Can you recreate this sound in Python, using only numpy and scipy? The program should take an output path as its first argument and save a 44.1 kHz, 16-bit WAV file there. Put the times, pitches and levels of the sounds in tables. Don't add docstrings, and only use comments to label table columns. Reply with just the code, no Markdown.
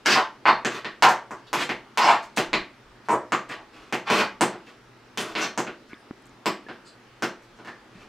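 import sys
import numpy as np
from scipy import signal
from scipy.fft import rfft, irfft
from scipy.io import wavfile
from scipy.ndimage import uniform_filter1d

SR = 44100
rng = np.random.default_rng(int(sys.argv[2]) if len(sys.argv) > 2 else 0)


def to_wav(s):
    ch = np.atleast_2d(s).T
    pcm = np.round(np.clip(ch, -1, 1) * 32767)
    wavfile.write(sys.argv[1], SR, pcm.astype(np.int16))


def nominal_scale(level):
    x = np.asarray(level, float) / 20
    return 10 ** x


N = 356328

# pitch_hz, density_db (per Hz)
HUM_SPECTRUM = [(41, -46), (70, -20), (190, -6), (233, 3), (293, -3.5), (360, 0), (494, -5.5), (711, -8),
                (892, -5.5), (977, -9), (1230, -6.5), (5500, -23), (6750, -28.5), (16000, -45)]
# pitch_hz, side_to_mid_db
HUM_SPREAD = [(60, 4), (180, -16), (550, -9), (1650, -8.5), (4970, -3.5), (15000, 0.5)]
# pitch_hz, width_hz, level_db
COMPRESSOR_DRONE = [(47, 21, -71), (122.3, 21, -58.5)]
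# centre_s, level_db
GRIP_SHIFTS = [
    (.56, -58),
    (1.74, -61),
    (2.45, -58),
    (2.57, -44),
    (2.9, -52),
    (3.58, -69),
    (3.8, -65),
    (5.35, -58),
    (8.01, -57),
]
# pitch_hz, width_hz, level_db
SLAB_MODES = [(193, 84, 1.5), (346, 126, 6), (500, 1330, -0.5)]
# pitch_hz, width_hz, level_db
PLATE_FACE_MODES = [(2200, 2560, 12.5), (3200, 3060, -12.5), (4300, 970, 0), (5007, 1200, -4)]
# pitch_hz, width_hz, level_db
PLATE_EDGE_MODES = [(5830, 4100, 15), (8000, 530, -8), (10700, 3800, -0.5), (12800, 4700, -2)]
# start_s, length_s, first_pressure_db, last_pressure_db, plate_ring_db
SCUFFS = [
    (0.049, 0.082, -28, -18.5, 8),
    (0.684, 0.096, -40, -36.5, 3.5),
    (1.54, 0.087, -31, -28.5, 5.5),
    (3.716, 0.2, -50.5, -60, 4.5),
    (4.66, 0.043, -50, -51, 5.5),
    (4.105, 0.11, -20.5, -25, 3.5),
    (3.486, .04, -40, -37.5, -20),
    (5.21, 0.13, -35, -45, -0.5),
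    (5.359, 0.098, -31, -30.5, 6),
    (7.881, 0.16, -68, -46.5, 3.5),
]
# start_s, length_s, first_pressure_db, last_pressure_db, plate_ring_db
SKIMS = [
    (0.138, 0.061, -10, -16.5, -10),
    (.46, 0.046, -16, -30, -0.5),
    (1.032, 0.11, 0.5, -35.5, -12.5),
    (1.98, 0.12, -13.5, -12.5, -9.5),
    (2.075, 0.074, -10, -22.5, -7),
    (3.09, 0.063, -7.5, -38, -40),
    (4.054, .05, -29.5, -15, -3.5),
    (4.194, 0.049, -23, -26.5, -7),
    (3.481, 0.046, -40.5, -36, 4),
]
# contact_s, blow_db, hollow_hz, plate_ring_db, plate_edge_db
STAMPS = [(0.648, -21, 1690, 1, -16), (1.692, -25, 900, 1, -17.5), (2.373, -18, 810, 1, -9.5),
          (2.531, -21, 1000, 3.5, -20), (3.925, -22, 845, -3, -11.5), (4.101, -17, 1010, -1.5, -14),
          (4.409, -14, 910, -4, -11.5), (4.53, -35.5, 850, -6, -33.5), (5.174, -27, 935, 2.5, -2.5),
          (5.204, -30.5, 1500, -1, -4.5), (5.352, -28, 1740, 7.5, -40), (5.576, -20.5, 940, -5.5, -12.5),
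          (5.668, -31.5, 1440, -3.5, -34), (6.458, -19.5, 1020, 0, -16.5), (6.686, -34, 1580, -3.5, -48),
          (7.223, -21.5, 1450, -3, -11), (7.232, -31.5, 1080, 2, -20), (7.589, -42.5, 1450, -7, -24)]
# contact_s, blow_db, hollow_hz, plate_ring_db, plate_edge_db
TAPS = [
    (0.059, -16, 1600, 0.5, -10),
    (0.846, -25, 1820, -2, -36),
    (1.308, -26.5, 974, -33.5, -23.5),
    (1.53, -17, 940, -5, -12.5),
    (3.086, -15.5, 920, -50, -25),
    (3.321, -13.5, 1180, -9, -23),
    (3.497, -30, 1820, -13, -47),
    (7.648, -38.5, 1750, -4, -18),
    (7.673, -31, 1740, -8, -23.5),
]
# contact_s, blow_db, hollow_hz, plate_ring_db, plate_edge_db
SLAPS = [
    (0.455, -9.5, 930, -26, -56),
    (0.483, -6.5, 980, -40, -49),
    (1.0235, -7, 890, -3.5, -16),
    (1.088, -19.5, 920, -49, -10),
    (1.974, -14, 920, -2, -13),
    (3.586, -38.5, 810, -24, -37),
    (4.199, -16.5, 1520, -5.5, -47),
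]
# contact_s, level_db, pitch_hz, width_hz
PLATE_CHIMES = [(.062, -25.5, 5270, 1510), (.456, -36, 4300, 600), (.456, -20.5, 2200, 1220),
                (.484, -30.5, 4300, 500), (.649, -35, 6760, 2030), (.848, -42.5, 3700, 1200),
                (.848, -62, 7000, 900), (1.025, -26.5, 4440, 2500), (1.532, -49, 5800, 2000),
                (1.693, -28, 2140, 900), (2.534, -22.5, 2200, 900), (2.534, -28.5, 4050, 900),
                (3.322, -39.5, 6900, 1500), (3.322, -30, 2280, 1200), (3.5, -71, 8350, 1300),
                (3.926, -27.5, 2280, 1210), (5.177, -31, 3200, 900), (5.178, -52, 9550, 3000),
                (5.204, -43.5, 9350, 3000), (5.577, -34.5, 6500, 2470), (1.532, -45, 11200, 2500),
                (5.669, -40, 2430, 1000), (6.459, -35, 5040, 900), (6.458, -39.5, 7670, 1200),
                (6.689, -63, 3360, 1800), (7.225, -43.5, 5430, 800), (4.41, -30, 8100, 2500),
                (5.354, -40, 3400, 2200), (6.459, -48, 12500, 4000), (2.534, -44.5, 6850, 1500)]
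# start_s, length_s, level_db, pitch_hz, width_hz
BRUSHES = [(1.304, 0.021, -45.5, 6800, 2700), (1.465, 0.013, -39, 3800, 1700),
           (2.215, .03, -43.5, 4370, 4200), (2.361, .012, -22.5, 3640, 6000),
           (3.043, 0.021, -52, 3200, 4200), (5.878, 0.022, -54, 4000, 4000), (5.88, 0.065, -42, 1670, 900),
           (5.965, 0.049, -67, 9300, 2500), (6.696, 0.054, -53, 2780, 2300),
           (6.837, 0.061, -46.5, 4400, 1300), (6.843, 0.052, -53, 7840, 1500), (7, 0.03, -70, 2000, 1500),
           (7.415, 0.021, -56, 5000, 6000), (7.549, 0.035, -60, 5800, 3000)]
# start_s, length_s, level_db, pitch_hz, width_hz
SINGS = [(0.074, 0.088, -18, 4800, 2160), (0.454, 0.061, -27, 3704, 1019), (1.024, 0.078, -15.5, 930, 400),
         (1.982, 0.18, -37.5, 7230, 1400), (1.988, 0.086, -25, 5000, 972), (2.0, .16, -17.5, 865, 270),
         (2.046, 0.053, -23, 2200, 520), (3.088, 0.066, -17, 980, 417), (3.089, 0.056, -38, 7300, 3500),
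         (5.4, 0.04, -25, 5600, 2000), (5.367, 0.074, -24, 1450, 370.4), (1.57, 0.083, -39.5, 7300, 3500),
         (1.978, 0.11, -57, 11000, 1800), (3.09, 0.069, -19, 480, 350), (1.026, 0.059, -34, 350, 180),
         (3.485, 0.016, -50, 8100, 1400)]
# pitch_hz, level_db
DIRECT_PATH = [(300, -16.5), (1000, -8.5), (3000, -12.5), (5000, -8), (7800, -4), (10500, -9), (14000, -12)]
# delay_s, level_db
WALL_ECHOES = [(.0045, -17), (.0072, -5.5), (0.015, -49), (0.0203, -5)]
# pitch_hz, t60_s
KITCHEN_DECAY = [(120, 0.28), (320, 0.32), (900, 0.27), (2200, 0.27), (5800, 0.24), (13000, 0.17)]
# pitch_hz, side_to_mid_db
REVERB_SPREAD = [(60, -21.5), (150, -88), (380, -25.5), (950, -26), (2380, -15.5), (5980, -10.5),
                 (15000, 0)]
# start_s, level_db, pitch_hz, t60_s
HOUSING_TICKS = [(5.932, -16, 292, 0.017), (5.931, -19, 1070, 0.0051), (5.932, -23, 2200, 0.012),
                 (5.942, -35.5, 3520, .015), (6.109, -8.5, 265, 0.016), (6.11, -11, 1220, 0.0026),
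                 (6.223, -41, 9500, .002), (6.257, -34, 7500, .002), (6.258, -47, 11500, .002),
                 (6.267, -34, 7490, .002), (6.268, -45, 11500, .002), (6.274, -41, 9000, .002),
                 (6.294, -42, 7000, 0.0068), (6.335, -66, 9000, .004), (6.665, -36.5, 1720, 0.11),
                 (6.665, -22, 405, 0.015), (7.952, -29.5, 187, 0.056)]

HUM_DB = -48.5
GRIP_DB, TREMOR_DB, SHIFT_S = -69.5, 4, .06
STAMP_THUD_DB, TAP_THUD_DB, SLAP_THUD_DB = 2.5, -6, -19
SCUFF_THUD_DB, SCUFF_HOLLOW_HZ, SCUFF_EDGE_DB = 1.5, 1220, -10
SKIM_THUD_DB, SKIM_HOLLOW_HZ, SKIM_EDGE_DB = -24.5, 950, -27.5
LEAD_S = .003
SLAB_HZ = 99


def evened(x):
    return x / np.sqrt(np.mean(x ** 2) + 1e-20)


def read(points, hz):
    f, value = np.transpose(points)
    return np.interp(np.log(hz + 1), np.log(f + 1), value)


def add(mix, s, sound):
    part = mix[round(s * SR):][:len(sound)]
    part += sound[:len(part)]


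def resonate(x, hz, width):
    turn = np.exp(2j * np.pi * np.cumsum(hz * np.ones(len(x))) / SR)
    r = np.exp(-np.pi * width / SR)
    smooth = signal.lfilter([(1 - r) ** 2], [1, -2 * r, r * r], x / turn)
    return 2 * (turn * smooth).real


def humps(hz, modes):
    power = sum(nominal_scale(db) ** 2 / (1 + (1.495 * (hz - f) / w) ** 2) ** 3 for f, w, db in modes)
    return power / power.mean(axis=0)


def causal(gain):
    log_gain = np.log(np.r_[gain, gain[-2:0:-1]] + 1e-5)
    return np.fft.ifft(np.exp(np.conj(signal.hilbert(log_gain)))).real[:len(gain)]


def hum():
    frames, hz = N // 512 + 5, np.fft.rfftfreq(2048, 1 / SR)
    a, b, c, d, patches = rng.standard_normal((frames, len(hz), 5)).T
    patches = uniform_filter1d(patches, size=25, axis=0)
    patches = evened(uniform_filter1d(patches, size=10, axis=1))
    spread = nominal_scale(read(HUM_SPREAD, hz))[:, None]
    z = np.array([a + 1j * b, (c + 1j * d) * spread])
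    z *= nominal_scale(read(HUM_SPECTRUM, hz)[:, None] + 1.3 * patches)
    air = signal.istft(z, nperseg=2048, noverlap=1536)[1][:, :N]
    return nominal_scale(HUM_DB) * air / np.std(air[0])


def drone():
    return sum(nominal_scale(db) * evened(resonate(rng.standard_normal(N), hz, w)) for hz, w, db in COMPRESSOR_DRONE)


def grip():
    hand = evened(resonate(rng.standard_normal(N), 37, 45))
    tremor = evened(resonate(rng.standard_normal(N), 3.5, 9.8))
    t = np.arange(N) / SR
    level = nominal_scale(GRIP_DB + TREMOR_DB * tremor)
    for s, db in GRIP_SHIFTS:
        level += nominal_scale(db) * np.exp(-((t - s) / SHIFT_S) ** 2)
    return hand * level


def shoe(hz, thud_db, hollow_hz, ring_db, edge_db, hollow_width):
    hollow = humps(hz, [(hollow_hz, hollow_width, 0), (1250, 1300, -7)])
    slab = nominal_scale(2 * thud_db) * humps(hz, SLAB_MODES)
    faces = nominal_scale(2 * ring_db) * humps(hz, PLATE_FACE_MODES)
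    dull_db = 0.22 * np.minimum(edge_db + 18, 0) * np.log2(np.maximum(hz / 7500, 1))
    edges = nominal_scale(2 * (edge_db + dull_db)) * humps(hz, PLATE_EDGE_MODES)
    slab_cut = 1 / (1 + (140 / (hz + 1)) ** 10)
    return (hollow + slab + faces + edges) * slab_cut


def drag(s, length, first_db, last_db, ring_db, thud_db, hollow_hz, edge_db):
    t = np.arange(0, length, 1 / SR)
    slip_size = nominal_scale(4.5 * np.minimum(rng.exponential(1, len(t)), 2.8))
    slips = (rng.random(len(t)) < 1100 / SR) * slip_size
    grit = evened(slips * rng.standard_normal(len(t)))
    force = evened(grit + 0.49 * rng.standard_normal(len(t)))
    pressure_db = first_db + (last_db - first_db) * t / length
    force *= nominal_scale(pressure_db) * signal.windows.tukey(len(t), .25)
    hz, frames, z = signal.stft(np.r_[force, np.zeros(512)], SR, nperseg=512)
    gain = np.sqrt(shoe(hz[:, None], thud_db, hollow_hz, ring_db, edge_db, 390))
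    return signal.istft(z * gain, SR, nperseg=512)[1]


def blow(s, db, *colour):
    hz = np.fft.rfftfreq(4096, 1 / SR)
    power = nominal_scale(2 * db) * shoe(hz, *colour, 290)
    for near_s, mode_db, mode_hz, width in PLATE_CHIMES:
        if abs(near_s - s) < .008:
            power += nominal_scale(2 * (mode_db + 5)) * humps(hz, [(mode_hz, width, 0)])
    late_s = LEAD_S + 0.001094 / (1 + (1900 / (hz + 1)) ** 4)
    lag = np.exp(-2j * np.pi * np.cumsum(late_s) * hz[1])
    knock = irfft(rfft(causal(np.sqrt(power)), 4096) * lag)[:2048]
    return nominal_scale(28.5) * knock * signal.windows.tukey(2048, .1)


def brush(length, db, hz, width):
    size = round(length * SR)
    return nominal_scale(db) * evened(resonate(rng.standard_normal(size), hz, width)) * np.hanning(size)


def tail(colour_db, build_s):
    t = np.arange(SR) / SR
    taps = rng.choice([-1., 1.], SR) * (rng.random(SR) < .12) * (1 - np.exp(-t / build_s))
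    hz, frames, z = signal.stft(taps, SR, nperseg=256)
    decay = nominal_scale(-60 * frames / read(KITCHEN_DECAY, hz)[:, None])
    echoes = signal.istft(z * decay, SR, nperseg=256)[1][:SR]
    power = uniform_filter1d(abs(rfft(echoes)) ** 2, size=160)[::50]
    colour = nominal_scale(colour_db(np.linspace(0, SR / 2, len(power))))
    return signal.oaconvolve(echoes, causal(colour / np.sqrt(power)))


def kitchen(x):
    direct_gain = nominal_scale(read(DIRECT_PATH, np.fft.rfftfreq(512, 1 / SR)))
    path = np.r_[causal(direct_gain), np.zeros(1200)]
    near = path.copy()
    for s, db in WALL_ECHOES:
        add(near, s, nominal_scale(db) * path)
    mid, side, t = signal.oaconvolve(x, near)[:N], 0, np.arange(N) / SR
    for k in range(3):
        part = x * np.sqrt(2 / 3) * np.cos(2 * np.pi * (.9 * t + k / 3))
        mid = mid + signal.oaconvolve(part, tail(np.zeros_like, 0.0027))[:N]
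        side_tail = tail(lambda hz: read(REVERB_SPREAD, hz) + .4, 0.00096)
        side = side + signal.oaconvolve(part, side_tail)[:N]
    return np.array([mid, side])


def tick(db, hz, t60):
    t = np.arange(2205) / SR
    onset = 1 - np.exp(-1.5 * hz * t)
    return nominal_scale(db - 60 * t / t60) * np.sin(2 * np.pi * hz * t) * onset


def scene():
    housing, air, feet = drone() + grip(), hum(), np.zeros(N)
    for row in SCUFFS:
        add(feet, row[0], drag(*row, SCUFF_THUD_DB, SCUFF_HOLLOW_HZ, SCUFF_EDGE_DB))
    for row in SKIMS:
        add(feet, row[0], drag(*row, SKIM_THUD_DB, SKIM_HOLLOW_HZ, SKIM_EDGE_DB))
    for rows, thud_db in ((STAMPS, STAMP_THUD_DB), (TAPS, TAP_THUD_DB), (SLAPS, SLAP_THUD_DB)):
        for s, db, *colour in rows:
            add(feet, s - LEAD_S, blow(s, db, thud_db, *colour))
    for s, *row in BRUSHES + SINGS:
        add(feet, s, brush(*row))
    for s, *row in HOUSING_TICKS:
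        add(housing, s, tick(*row))
    low_cut = signal.butter(4, SLAB_HZ, "high", fs=SR, output="sos")
    mid, side = signal.sosfilt(low_cut, kitchen(feet)) + air
    return np.array([mid + housing + side, mid + housing - side])


def top_cut(x):
    return signal.sosfilt(signal.butter(12, 16550, fs=SR, output="sos"), x)


def record(dry):
    power_db = 10 * np.log10(abs(uniform_filter1d((dry ** 2).mean(0), 900)) + 1e-12)
    fall = np.arange(N) * 62.0 / SR
    peak_db = np.maximum.accumulate(power_db + fall) - fall
    over_db = np.maximum(peak_db + 17.0, 0)
    ducked = dry / nominal_scale(0.045 * signal.lfilter([.0006], [1, -1 + 0.00093], over_db))
    limited = 2.182 * np.tanh(ducked / 3.694)
    band_limit = signal.firwin(101, 16100, fs=SR)
    return top_cut(signal.oaconvolve(limited, band_limit[None], "same"))


dry = scene()
out = record(dry)
to_wav(out)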